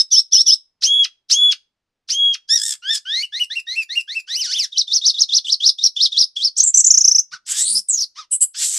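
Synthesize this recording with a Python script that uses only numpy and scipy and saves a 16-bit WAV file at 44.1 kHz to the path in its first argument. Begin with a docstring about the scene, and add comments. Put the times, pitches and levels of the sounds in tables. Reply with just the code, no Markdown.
'''Caged songbird, close up

A small songbird sings on its perch, close to the microphone, in a quiet yard. Chirps and slurred
whistles lead to nasal rising calls, a chain of peaked notes, a trill and harsh rasps. The two sides
of its syrinx sound alone or together, in near sines or with the overtones of slapping membranes.
The cage and nearby walls add a short echo; faint air and three low bumps lie behind.'''
import sys
import numpy as np
from scipy import signal
from scipy.fft import rfft, irfft
from scipy.io import wavfile
from scipy.ndimage import uniform_filter1d, minimum_filter1d

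SR = 44100
rng = np.random.default_rng(int(sys.argv[2]) if len(sys.argv) > 2 else 0)


def generate_wav(sig):
    """Save sig (samples, or channels by samples) to the path in sys.argv[1] as 16-bit PCM at SR."""
    pcm = np.round(np.clip(np.atleast_2d(sig).T, -1, 1) * 32767).astype(np.int16)
    wavfile.write(sys.argv[1], SR, pcm)


N = 387198
TIME = np.arange(N) / SR
CUTOFF_HZ = 15700

# opening chirps from the perch: (time [s], length [s], from [Hz], to [Hz], level [dB])
SCOOP_CHIRPS = [(-.068, 0.087, 5430, 5100, -0.5), (0.115, 0.092, 5420, 5290, -1),
                (0.324, 0.097, 5220, 5370, 0), (0.464, 0.082, 5274, 5203, 0.5)]
# their upper voice: (share of length, pitch ratio, level [dB])
SCOOP_UPPER_SHAPE = [(0, 1, -11), (.13, 1.14, -7.5), (.3, 1.04, -7.5), (.55, .97, -10), (.85, 1.01, -5),
                     (1, 1.04, -15)]
# their lower voice: (share of length, pitch ratio, harmonics 1, 2, 3 [dB], roughness)
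SCOOP_LOWER_SHAPE = [(-.03, .67, -27.5, -46, -54.5, 0.1), (.1, .65, -26, -48, -48, 0.07),
                     (.27, .555, -35, -22, -36.5, .05), (.44, .56, -27, -16.5, -44.5, .06),
                     (.68, .665, -22.5, -57.5, -45, .05), (1, .78, -26.5, -30.5, -63.5, .1)]

def scoops():
    """Two-voiced chirps, both sides of the syrinx at once: the clear notes, then the rich ones."""
    upper = [note(SCOOP_UPPER_SHAPE, *row) for row in SCOOP_CHIRPS]
    lower = [note(SCOOP_LOWER_SHAPE, *row) for row in SCOOP_CHIRPS]
    return upper, lower


# long arched whistles: (time [s], length [s], top [Hz], tone level [dB], snap level [dB])
ARCHED_WHISTLES = [(.822, .238, 3365, 1, 1), (1.299, .236, 3420, .5, 3), (2.088, .27, 3315, -2, -4)]
# a pure tone between two harsh snaps: (share of length, harmonics 1, 2, 3 [dB], roughness)
ARCH_SHAPE = [(0, -42, -40.5, -28, .55), (.06, -41.5, -13, -33, .42), (.13, -32.5, -12, -47.5, .33),
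              (0.218, -21, -20, -39.5, .12), (.32, -15.5, -38.5, -51.5, .03), (.57, -11, -44, -45.5, 0.04),
              (.82, -12.5, -44.5, -52.5, .02), (.9, -14, -51, -61.5, 0.17), (.945, -30, -14.5, -46, 0.46),
              (0.999, -39.5, -29.5, -39, 0.29)]

def arch(start, length, top_hz, tone_db, snap_db):
    """The pitch snaps up, bows and snaps down; the fundamental carries the tone, overtones the snaps."""
    up_s, down_s, snap_depth, bow_depth = .021, .008, .6, .03
    u = np.linspace(0, 1, 120)
    share, *columns = np.transpose(ARCH_SHAPE)
    first, second, third, rough = [np.interp(u, np.sort(share), c) for c in columns]
    snaps = np.exp(-u * length / up_s) + np.exp(-((1 - u) * length / down_s) ** 2 / 2)
    rough *= np.tanh(snaps / .04)  # the held tone stays pure
    hz = top_hz * (1 - snap_depth * snaps - bow_depth * (2 * u - 1) ** 2)
    levels = first + tone_db, second + snap_db, third + snap_db
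    return np.column_stack([start + u * length, hz, *levels, rough])


# nasal rising calls: (time [s], rise [s], from [Hz], to [Hz], early level [dB], late level [dB],
# tip length [s], tip pitch [Hz], tip level [dB])
RISING_CALLS = [(3.054, .17, 1438, 2296, -1.5, 7.5, 0.031, 3060, -4),
                (3.324, 0.068, 1644, 2204, -1, 0, 0.056, 3074, 1),
                (3.502, 0.048, 1662, 2206, 2.5, -7, 0.055, 2890, -2.5),
                (3.669, 0.082, 1820, 2176, -1.5, -1, 0.087, 2792, -1),
                (3.892, 0.057, 1744, 2230, -3, -1.5, 0.065, 2930, 0),
                (4.078, 0.067, 1580, 2296, -4, -3.5, 0.062, 2796, -3.5)]
# the rise, then the tip: (share of length, pitch ratio, harmonics 1, 2, 3 [dB], roughness)
RISE_SHAPE = [(0, 1, -37, -36, -56, .15), (.25, 1, -35, -23, -39, .03), (.65, 1, -35, -22, -38, .09),
              (1, 1, -40, -31, -47, .18)]
TIP_SHAPE = [(.15, .94, -25, -53, -44, 0.11), (.42, 0.97, -13, -32.5, -47, 0),
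             (.72, .92, -21, -40, -50.5, .04), (1, .85, -41, -32.5, -37.5, 0.35)]

def riser(start, rise_s, from_hz, to_hz, early_db, late_db, tip_s, tip_hz, tip_db):
    """A nasal glide runs straight on into its whistled tip."""
    swell_db = early_db + (late_db - early_db) * np.array(RISE_SHAPE)[:, :1]
    rise = note(RISE_SHAPE, start, rise_s, from_hz, to_hz, swell_db)
    tip = note(TIP_SHAPE, start + rise_s, tip_s, tip_hz, tip_hz, tip_db)
    return np.vstack([rise, tip])


# the chain of peaked notes: (time [s], peak time [s], climb [s], fall [s], hook [Hz], dip [Hz],
# peak [Hz], end [Hz], hook [dB], mid-climb [dB], top of climb [dB], fall [dB])
PEAKED_NOTES = [(4.721, 4.786, 0.023, .036, 3825, 2990, 6140, 3630, -24.5, -14.5, -2, -8.5),
                (4.874, 4.95, 0.042, 0.042, 3636, 3530, 6400, 4195, -21, -9, -8, -9.5),
                (5.014, 5.071, 0.039, 0.039, 3755, 3485, 6260, 3670, -20, -7.5, -5.5, -7.5),
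                (5.14, 5.206, 0.033, 0.037, 3840, 3380, 6620, 3830, -16.5, -12, -21, -8),
                (5.288, 5.362, 0.053, 0.029, 3700, 3220, 6350, 3555, -18, -8.5, -8.5, -8.5),
                (5.445, 5.521, .05, .027, 3750, 2940, 5960, 3950, -20, -14.5, -26, -8),
                (5.603, 5.674, 0.063, 0.027, 3430, 3257, 5880, 3446, -15, -9.5, -3, -9),
                (5.784, 5.845, .032, 0.034, 3752, 3640, 6060, 3925, -17.5, -17.5, 0.5, -11.5),
                (5.964, 6.034, 0.053, 0.038, 3646, 3042, 5680, 3080, -13.5, -11, -11.5, -9),
                (6.12, 6.199, 0.042, 0.034, 3810, 3265, 6060, 3600, -17, -6.5, -8, -10.5),
                (6.363, 6.452, 0.057, 0.036, 3510, 3167, 5600, 4230, -17, -16, -10, -10)]
# how the throat favours the pitches they sweep through: (frequency [Hz], gain [dB])
PEAKED_RESONANCES = [(3200, 1), (4000, 4), (4700, -4.5), (5400, 3), (6000, -4.5), (6700, -5)]

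def peaked_note(start, peak_s, climb_s, fall_s, hook_hz, dip_hz, peak_hz, end_hz,
                hook_db, mid_db, top_db, fall_db):
    """After a soft hook and a dip the pitch climbs ever faster, then falls as the note fades."""
    hook_s, hook_edge_db, dip_db, fade_db = .0091, -10.5, -29.5, 12.5
    u = np.linspace(0, 1, 20)
    hook = [(start, hook_hz * .88, hook_db + hook_edge_db),
            (start + hook_s, hook_hz, hook_db),
            (start + 2 * hook_s, (hook_hz + dip_hz) / 2, hook_db + hook_edge_db)]
    climb_db = np.interp(u, [0, .7, 1], [dip_db, mid_db, top_db])
    climb = [peak_s - climb_s * (1 - u), dip_hz + (peak_hz - dip_hz) * u ** 2.1, climb_db]
    fall = [peak_s + fall_s * u, peak_hz + (end_hz - peak_hz) * u ** .9, fall_db - fade_db * u ** 3]
    s, hz, db = np.hstack([climb, fall])
    return np.vstack([hook, np.column_stack([s, hz, db + at_hz(PEAKED_RESONANCES, hz)])])


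# clear downward slurs: (time [s], length [s], from [Hz], to [Hz], level [dB])
DOWN_SLURS = [(4.968, .02, 5350, 4490, -15), (5.103, 0.015, 5400, 4940, -16),
              (5.374, 0.017, 5500, 4160, -14), (5.53, 0.014, 5100, 4600, -32),
              (5.689, 0.017, 5550, 4700, -5), (5.861, .016, 5664, 5220, -4.5),
              (6.053, .022, 5450, 4230, -14.5), (6.211, 0.031, 5410, 4540, -8.5),
              (6.242, 0.0038, 5240, 5280, -3.5), (7.973, 0.075, 5920, 4120, -16.5)]

def slurs(fade_db):
    """Straight, fading falls, most from the other side of the syrinx as a peaked note comes down."""
    return [[(s, high, db), (s + length, low, db - fade_db)] for s, length, high, low, db in DOWN_SLURS]


# buzzy, warbled and harsh calls, one list per call:
# (time [s], pitch [Hz], level [dB], extra from the third harmonic up [dB], roughness)
CHURR_CALLS = [
    [(2.488, 1570, -31.5, 1, 0.31), (2.505, 1743, -12, -0.5, 0), (2.555, 1921, -12.5, 9, 0.01),
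     (2.59, 1697, -29.5, 6.5, 0.28), (2.62, 1684, -16.5, -2.5, 0), (2.65, 1842, -22.5, -3, 0.08),
     (2.728, 1744, -22.5, -6, 0.39), (2.758, 1570, -40, -4, 1.1)],
    [(2.823, 1388, -29, -23, 0.24), (2.87, 1603, -15, -19.5, 0), (2.915, 1816, -4.5, -15, 0),
     (2.982, 1654, -29, 7.5, 0.54)],
    [(4.275, 1452, -31.5, -10.5, 0.4), (4.305, 1810, -17, -13.5, 0.15), (4.345, 2097, -14.5, 0, 0.11),
     (4.37, 2878, -15.5, 7.5, .06), (4.402, 3072, -13.5, 1, 0.11), (4.445, 1947, -18.5, 2.5, 0.24),
     (4.478, 1400, -28.5, 3, 0.48), (4.51, 1530, -21.5, 1.5, 0.17), (4.532, 2220, -13.5, -3, 0.38),
     (4.548, 3170, -13.5, -4, .1), (4.57, 3650, -9.5, -11, 0.27), (4.6, 2614, -11.5, 8, 0.06),
     (4.645, 1843, -18, 4, 0.2), (4.664, 1486, -35, -3, 0.51)],
    [(7.462, 1880, -43, 4, 0.7), (7.49, 1750, -25.5, -11, 0.88), (7.52, 1508, -25, -13, 0.62),
     (7.62, 1940, -19.5, -0.5, 0.41), (7.645, 2108, -35, 8, 0.48)],
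    [(8.545, 1449, -28.5, -7, 0.63), (8.572, 1732, -29.5, 1, 0.44), (8.63, 2153, -17.5, -2, 0.88),
     (8.69, 2000, -33, -20, 0.7), (8.779, 1823, -28.5, 0, 0.96)],
]
# throat resonances in those calls: (frequency [Hz], gain [dB])
CHURR_RESONANCES = [(1500, -15.5), (2400, -28.5), (3000, -11.5), (3600, -9), (4400, -5.5), (5400, -1),
                    (6000, -12), (7000, -37), (10000, -27)]

def churr(rows):
    """Each harmonic rings out as it passes a throat resonance."""
    times, *columns = np.transpose(rows)
    s = np.linspace(times.min(), times.max(), 100)
    hz, db, extra_db, rough = [np.interp(s, np.sort(times), c) for c in columns]
    first, second, third = [db + at_hz(CHURR_RESONANCES, k * hz) for k in (1, 2, 3)]
    return np.column_stack([s, hz, first, second, third + extra_db, rough])


# low clucks late in the song: (time [s], length [s], pitch [Hz], level [dB])
LOW_CLUCKS = [(7.316, .06, 1576, 0), (8.156, 0.096, 1335, -4)]
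# their shape: (share of length, pitch ratio, harmonics 1, 2, 3 [dB], roughness)
CLUCK_SHAPE = [(0, .7, -49, -52, -51.5, .5), (.38, 0.97, -25.5, -44.5, -33.5, 0.27),
               (1, .68, -54.5, -64.5, -59.5, .35)]

def clucks():
    """Short rough notes that rise and drop back in pitch and level."""
    return [note(CLUCK_SHAPE, s, length, hz, hz, db) for s, length, hz, db in LOW_CLUCKS]


# a quick twitter before the trill: (time [s], pitch [Hz], level [dB])
TWITTER_CONTOUR = [(6.568, 5380, -15), (6.581, 7460, -17.5), (6.587, 5870, -10.5), (6.597, 5390, -17),
                   (6.607, 6480, 0), (6.614, 6320, -31.5), (6.623, 6560, -16.5), (6.634, 5940, -8.5)]

def song_notes():
    """Contours of the near-sine notes, twitter included, and of the calls rich in overtones."""
    clear, rich = scoops()
    clear += [peaked_note(*row) for row in PEAKED_NOTES] + [TWITTER_CONTOUR]
    rich += [arch(*row) for row in ARCHED_WHISTLES] + [riser(*row) for row in RISING_CALLS]
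    rich += clucks() + [churr(rows) for rows in CHURR_CALLS]
    return clear, rich


# upward flicks of the trill: (time [s], top [Hz], level [dB])
TRILL_FLICKS = [(6.743, 6340, -4), (6.757, 6380, -12), (6.772, 6640, -7), (6.803, 6730, -6.5),
                (6.843, 7210, -7.5), (6.868, 7170, -9), (6.906, 7260, 1), (6.941, 6580, -3.5),
                (6.974, 7230, -3), (7.008, 6750, -6), (7.044, 6570, -3), (7.077, 6500, -4),
                (7.112, 6350, -6.5), (7.149, 6380, -5.5), (7.183, 6470, -6)]
# one flick: (share of length, pitch ratio, level [dB])
FLICK_SHAPE = [(0, 0.997, -1.5), (.5, 1.005, -0.5), (1, 1, -6.5)]

def trill():
    """Quick upward sweeps; as the trill runs on they lengthen and their starting pitch settles."""
    first_length_s, settle_s = .0098, .17
    flicks = []
    for s, top_hz, db in TRILL_FLICKS:
        age = s - TRILL_FLICKS[0][0]
        low_hz = 5100 + 775 * np.exp(-age / settle_s)
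        flicks.append(note(FLICK_SHAPE, s, first_length_s + .02 * age, low_hz, top_hz, db))
    return whistles(flicks, jitter=.00057, shimmer_db=1, overtone_db=-21)


# high fluttering notes and ticks: (time [s], length [s], from [Hz], to [Hz], level [dB])
HIGH_BUZZES = [(6.577, 0.01, 8400, 8200, -13), (6.634, 0.02, 8040, 7320, -6.5),
               (6.66, 0.046, 7210, 7360, -8.5), (6.747, 0.025, 7780, 7330, -12.5),
               (6.771, 0.028, 7190, 7390, -6), (6.781, .038, 7900, 7250, -8),
               (6.843, .014, 7700, 7500, -9.5), (6.862, 0.026, 6830, 7230, -3.5),
               (7.606, 0.051, 7570, 8210, -13), (7.644, 0.15, 8340, 10100, -15.5),
               (7.638, 0.13, 3870, 4890, -22.5), (7.748, 0.054, 4980, 5320, -12),
               (7.886, .04, 8200, 7070, -10.5), (7.924, 0.043, 6990, 6270, -11.5),
               (8, 0.046, 6390, 4740, -14), (8.315, 0.054, 7960, 8170, -13),
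               (8.311, .055, 9960, 10340, -18), (8.408, 0.044, 7850, 7900, -8.5),
               (8.409, 0.041, 10250, 10850, -13.5), (8.318, 0.032, 2950, 2920, -39),
               (8.412, 0.034, 2990, 3003, -39), (8.413, .035, 4660, 4900, -34.5)]
# each swells and fades: (share of length, pitch ratio, level [dB])
BUZZ_SHAPE = [(0, 1, -9.5), (.36, 0.99, -2.5), (1, 1, -12)]

def buzzes(flutter_hz, swing, jitter, shimmer_db, ragged_after_s):
    """High notes whose pitch and strength flutter quickly and unevenly; long ones turn ragged."""
    out = np.zeros(N)
    for row in HIGH_BUZZES:
        at, gate, (hz, db) = syllable(note(BUZZ_SHAPE, *row))
        ragged = 1 + (len(at) / SR / ragged_after_s) ** 2
        flutter = np.sin(phase_of(flutter_hz * (1 + .44 * wobble(50, len(at)))))
        strength = unit_rms(from_db(shimmer_db * (flutter + wobble(280, len(at)))))
        tone = clear_tone(hz * (1 + swing * flutter), jitter * ragged, overtone_db=-10.5)
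        out[at] += gate * from_db(db) * strength * tone
    return out


def whistles(notes, jitter, shimmer_db, overtone_db):
    """One side of the syrinx glides through each note."""
    out = np.zeros(N)
    for rows in notes:
        at, gate, (hz, db) = syllable(rows)
        level = from_db(db + shimmer_db * wobble(120, len(at)))
        out[at] += gate * level * clear_tone(hz, jitter, overtone_db)
    return out


# how throat and beak pass overtones on to the microphone: (frequency [Hz], gain [dB])
BEAK_RESPONSE = [(3000, 2), (5500, 10.5), (7500, -10), (9500, -13), (11300, -13), (12500, -11.5),
                 (16000, -28)]

def clear_tone(hz, jitter, overtone_db):
    """A near sine with a weak octave; it trembles more while it glides."""
    phase = phase_of(hz * (1 + jitter * (.5 + 2 * unrest(hz)) * wobble(480, len(hz))))
    octave = from_db(overtone_db + at_hz(BEAK_RESPONSE, 2 * hz)) * (2 * hz < CUTOFF_HZ)
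    return np.sqrt(2) * (np.sin(phase) + octave * np.sin(2 * phase))


def nasal_calls(notes, tremor, chaos, shake, scatter, fray, hiss_db, rough_hiss_db):
    """Membranes slap shut and make overtones; when rough, they beat irregularly and the hiss grows."""
    voice, hiss_gain = np.zeros(N), np.zeros(N)
    for rows in notes:
        at, gate, (hz, first_db, second_db, third_db, rough) = syllable(rows)
        size = len(at)
        rough = np.clip(np.maximum(rough, .23 * unrest(hz)), 0, 1)
        phase = phase_of(hz * (1 + tremor * wobble(150, size) + chaos * rough * wobble(450, size)))
        strength = np.sqrt(2) * gate * unit_rms(1 + shake * rough * wobble(1100, size))
        hiss_gain[at] = from_db(hiss_db) + from_db(rough_hiss_db) * np.tanh(2 * rough)
        for k in range(1, 7):
            beak_db = at_hz(BEAK_RESPONSE, k * hz) - at_hz(BEAK_RESPONSE, 3 * hz)
            db = first_db if k == 1 else second_db if k == 2 else third_db + beak_db - 1.4 * (k - 3)
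            # high overtones fray first
            blur = (scatter * rough + 2 * rough ** 3 + fray * (k - 1) * hz / SR) * wobble(630, size)
            voice[at] += strength * from_db(db) * (k * hz < CUTOFF_HZ) * np.sin(k * phase + blur)
    return voice + hiss(voice * hiss_gain, HISS_SPECTRUM)


# hoarse noise in the harshest calls and onsets, one list per call: (time [s], level [dB])
RASP_ENVELOPES = [
    [(1.303, -35), (1.314, -25.5), (1.35, -43)],
    [(2.58, -38), (2.62, -22), (2.72, -21.5), (2.757, -42)],
    [(2.905, -62), (2.95, -20), (2.985, -46)],
    [(5.45, -57), (5.475, -42), (5.5, -34)],
    [(6.36, -63), (6.385, -48.5), (6.43, -44)],
    [(7.463, -43), (7.485, -26), (7.52, -16.5), (7.535, -29.5), (7.6, -14), (7.66, -38), (7.8, -35),
     (7.82, -67)],
    [(8.55, -45.5), (8.59, -25), (8.625, -18), (8.66, -15.5), (8.7, -22.5), (8.779, -18.5)],
]
# its colour: (frequency [Hz], density [dB])
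RASP_SPECTRUM = [(700, -24), (1500, -79), (3000, -9.5), (5000, 0), (6500, 7.5), (7800, 15.5), (9000, 3),
                 (11300, -5.5), (12500, -1), (16000, -28)]

def rasps(grain_hz, grain_db):
    """Chaotic vibration gives grainy noise, shaped by throat and beak."""
    level = np.zeros(N)
    for rows in RASP_ENVELOPES:
        at, gate, (db,) = syllable(rows)
        level[at] += gate * from_db(db)
    grains = rng.standard_normal(N) * from_db(grain_db * wobble(grain_hz, N))
    return level * coloured(grains, RASP_SPECTRUM)


# calls that break into pulses: (first pulse [s], end [s], rate [Hz], swing either way [dB])
PULSED_SPANS = [(2.561, 2.768, 67, 7.5), (2.914, 2.974, 44.6, 4)]

def throb():
    """Gain of the fast pulsing that ends two of the calls."""
    gain = np.ones(N)
    for start, end, rate_hz, swing_db in PULSED_SPANS:
        at = (TIME > start - 1 / rate_hz) & (TIME < end)
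        phase = 2 * np.pi * rate_hz * (TIME[at] - start) + wobble(rate_hz / 2, at.sum())
        gain[at] = unit_rms(from_db(swing_db * np.cos(phase)))
    return uniform_filter1d(gain, size=88)


# soft hiss around the notes: (frequency [Hz], density [dB])
HISS_SPECTRUM = [(1500, -52), (2400, -30.5), (3200, -2), (5500, 14.5), (6300, 6), (7000, -20.5),
                 (8400, -8.5), (11200, -18), (16000, -40)]
# dry rustle inside the highest notes: (frequency [Hz], density [dB])
RUSTLE_SPECTRUM = [(1100, -22), (1900, -7.5), (4500, 2), (7500, 9), (11000, -5.5), (16000, -25)]

def hiss(voice, spectrum):
    """Soft hiss around the notes that swells and fades with the voice."""
    power = uniform_filter1d(uniform_filter1d(voice ** 2, size=440), size=660)
    return np.sqrt(np.maximum(power, 0)) * coloured(rng.standard_normal(N), spectrum)


def band_limit(x, low_hz, top_hz):
    """The song has no bass, and its treble is cut steeply above top_hz."""
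    for _ in range(5):
        x = signal.sosfilt(signal.butter(2, low_hz, "high", fs=SR, output="sos"), x)
    return signal.sosfilt(signal.butter(10, top_hz, fs=SR, output="sos"), x)


# colour of what the cage and nearby walls send back: (frequency [Hz], gain [dB])
ECHO_SPECTRUM = [(200, -22), (1500, 4.5), (5500, -1.5), (9000, 4), (16000, 0.5)]

def echo(x, delay_s, t60_s, side_db):
    """Dense reflections that die away; side_db sets their stereo width."""
    size = SR // 2
    age = TIME[:size] - delay_s
    decay = (age > 0) * from_db(-60 * np.maximum(age, 0) / t60_s)
    tails = [coloured(rng.standard_normal(size), ECHO_SPECTRUM) * decay for _ in range(2)]
    mid, side = [signal.fftconvolve(x, unit_rms(tail) / np.sqrt(size))[:N] for tail in tails]
    return mid + from_db(side_db) * side * np.array([[1], [-1]])


# soft bumps in the background: (time [s], width [s], pitch [Hz], level [dB])
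LOW_BUMPS = [(0.448, 0.013, 292, -66), (7.34, 0.017, 157.1, -61), (7.755, 0.042, 195, -51)]

def bumps():
    """Dull, faint swells far below the song."""
    out = np.zeros(N)
    for s, width, hz, db in LOW_BUMPS:
        swell = from_db(db) * np.exp(-((TIME - s) / width) ** 2)
        out += swell * np.sqrt(2) * np.sin(phase_of(hz * (1 + .1 * wobble(60, N))))
    return out


# the yard around the cage: (frequency [Hz], density [dB])
YARD_SPECTRUM = [(30, 4.5), (400, -4), (5000, -13), (16000, -34.5)]

def yard_air():
    """Steady outdoor air, strongest in the bass."""
    return coloured(rng.standard_normal(N), YARD_SPECTRUM)


def note(shape, start, length, from_hz, to_hz, db):
    """Lay a shape over a note's time, glide and level: rows of (time [s], pitch [Hz], level [dB], ..)."""
    rows = np.array(shape, float)
    share = rows[:, 0]
    hz = rows[:, 1] * (from_hz + (to_hz - from_hz) * share)
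    return np.column_stack([start + length * share, hz, rows[:, 2:5] + db, rows[:, 5:]])


def syllable(rows, edge_s=.004):
    """Sample indices of a syllable, its soft on-off gate and its gliding controls."""
    s, *columns = np.transpose(rows)
    at = np.arange(max(0, int((s.min() - edge_s) * SR)), min(N, int((s.max() + edge_s) * SR)))
    inside = np.minimum(TIME[at] - s.min(), s.max() - TIME[at])
    gate = np.sin(np.pi / 2 * np.clip((inside / edge_s + 1) / 2, 0, 1)) ** 2
    controls = [np.interp(TIME[at], np.sort(s), c) for c in columns]
    return at, gate, [uniform_filter1d(c, size=101, mode="nearest") for c in controls]


def unrest(hz):
    """0 on a held pitch, near 1 in the fastest glides, where the vibration turns unsteady."""
    return np.tanh(np.abs(np.gradient(np.log(hz))) * SR / 20)


def phase_of(hz):
    """Phase of a vibration that follows a pitch curve."""
    return 2 * np.pi * (np.cumsum(hz) / SR + rng.random())


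def wobble(rate_hz, size):
    """Random wavering up to the given rate, spread 1."""
    low = signal.butter(2, min(rate_hz, SR / 4), fs=SR, output="sos")
    return unit_rms(signal.sosfilt(low, rng.standard_normal(size + SR // 10)))[-size:]


def coloured(noise, spectrum):
    """Give noise a spectrum, at unit power."""
    hz = np.fft.rfftfreq(len(noise), 1 / SR)
    return unit_rms(irfft(rfft(noise) * from_db(at_hz(spectrum, hz)), len(noise)))


def at_hz(spectrum, hz):
    """Read a spectrum on a log-frequency axis."""
    freq, db = np.transpose(spectrum)
    return np.interp(np.log(np.maximum(hz, 1)), np.log(freq), db)


def unit_rms(x):
    """Scale to unit power."""
    return x / np.sqrt(np.mean(x ** 2) + 1e-20)


def from_db(db):
    """Decibels to gain."""
    return 10 ** (np.asarray(db) / 20)


def scene():
    """The bird close and centred, reflections from cage and walls around it, the quiet yard behind."""
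    clear_notes, rich_notes = song_notes()
    clear = from_db(-2.5) * whistles(clear_notes, jitter=.012, shimmer_db=2.5, overtone_db=-21.5)
    clear += from_db(-.5) * whistles(slurs(fade_db=12), jitter=.0223, shimmer_db=3, overtone_db=-15.5)
    high = from_db(-1) * trill()
    high += from_db(.73) * buzzes(flutter_hz=123.1, swing=.032, jitter=.015, shimmer_db=2.5,
                                  ragged_after_s=.1)
    nasal = from_db(-1) * nasal_calls(rich_notes, tremor=.0064, chaos=.1, shake=.058, scatter=.56,
                                      fray=1.1, hiss_db=-54, rough_hiss_db=-4)
    hoarse = from_db(-1) * rasps(grain_hz=500, grain_db=2.5)
    soft_hiss = from_db(-14) * hiss(clear, HISS_SPECTRUM) + from_db(-28.5) * hiss(high, RUSTLE_SPECTRUM)
    song = band_limit(clear + high + soft_hiss + (nasal + hoarse) * throb(), low_hz=824, top_hz=11830)
    # close reflections overlap each fast glide with its own earlier pitches and thicken it
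    cage = from_db(-9.5) * echo(song, delay_s=.003, t60_s=.095, side_db=-10)
    walls = from_db(-25) * echo(song, delay_s=.0047, t60_s=.24, side_db=-2)
    return song + cage + walls + bumps() + from_db(-83.5) * yard_air()


def record(dry):
    """The loudest peaks at the microphone are held down, what is still over clips; the top is cut."""
    ceiling = 1.1
    peak = -minimum_filter1d(-np.abs(dry).max(axis=0), size=132)
    gain = uniform_filter1d(1 / np.maximum(peak / ceiling, 1), size=132)
    top_cut = signal.cheby2(12, 70, CUTOFF_HZ, fs=SR, output="sos")
    return signal.sosfilt(top_cut, np.clip(dry * gain, -1, 1))


dry = scene()
out = record(dry)
generate_wav(out)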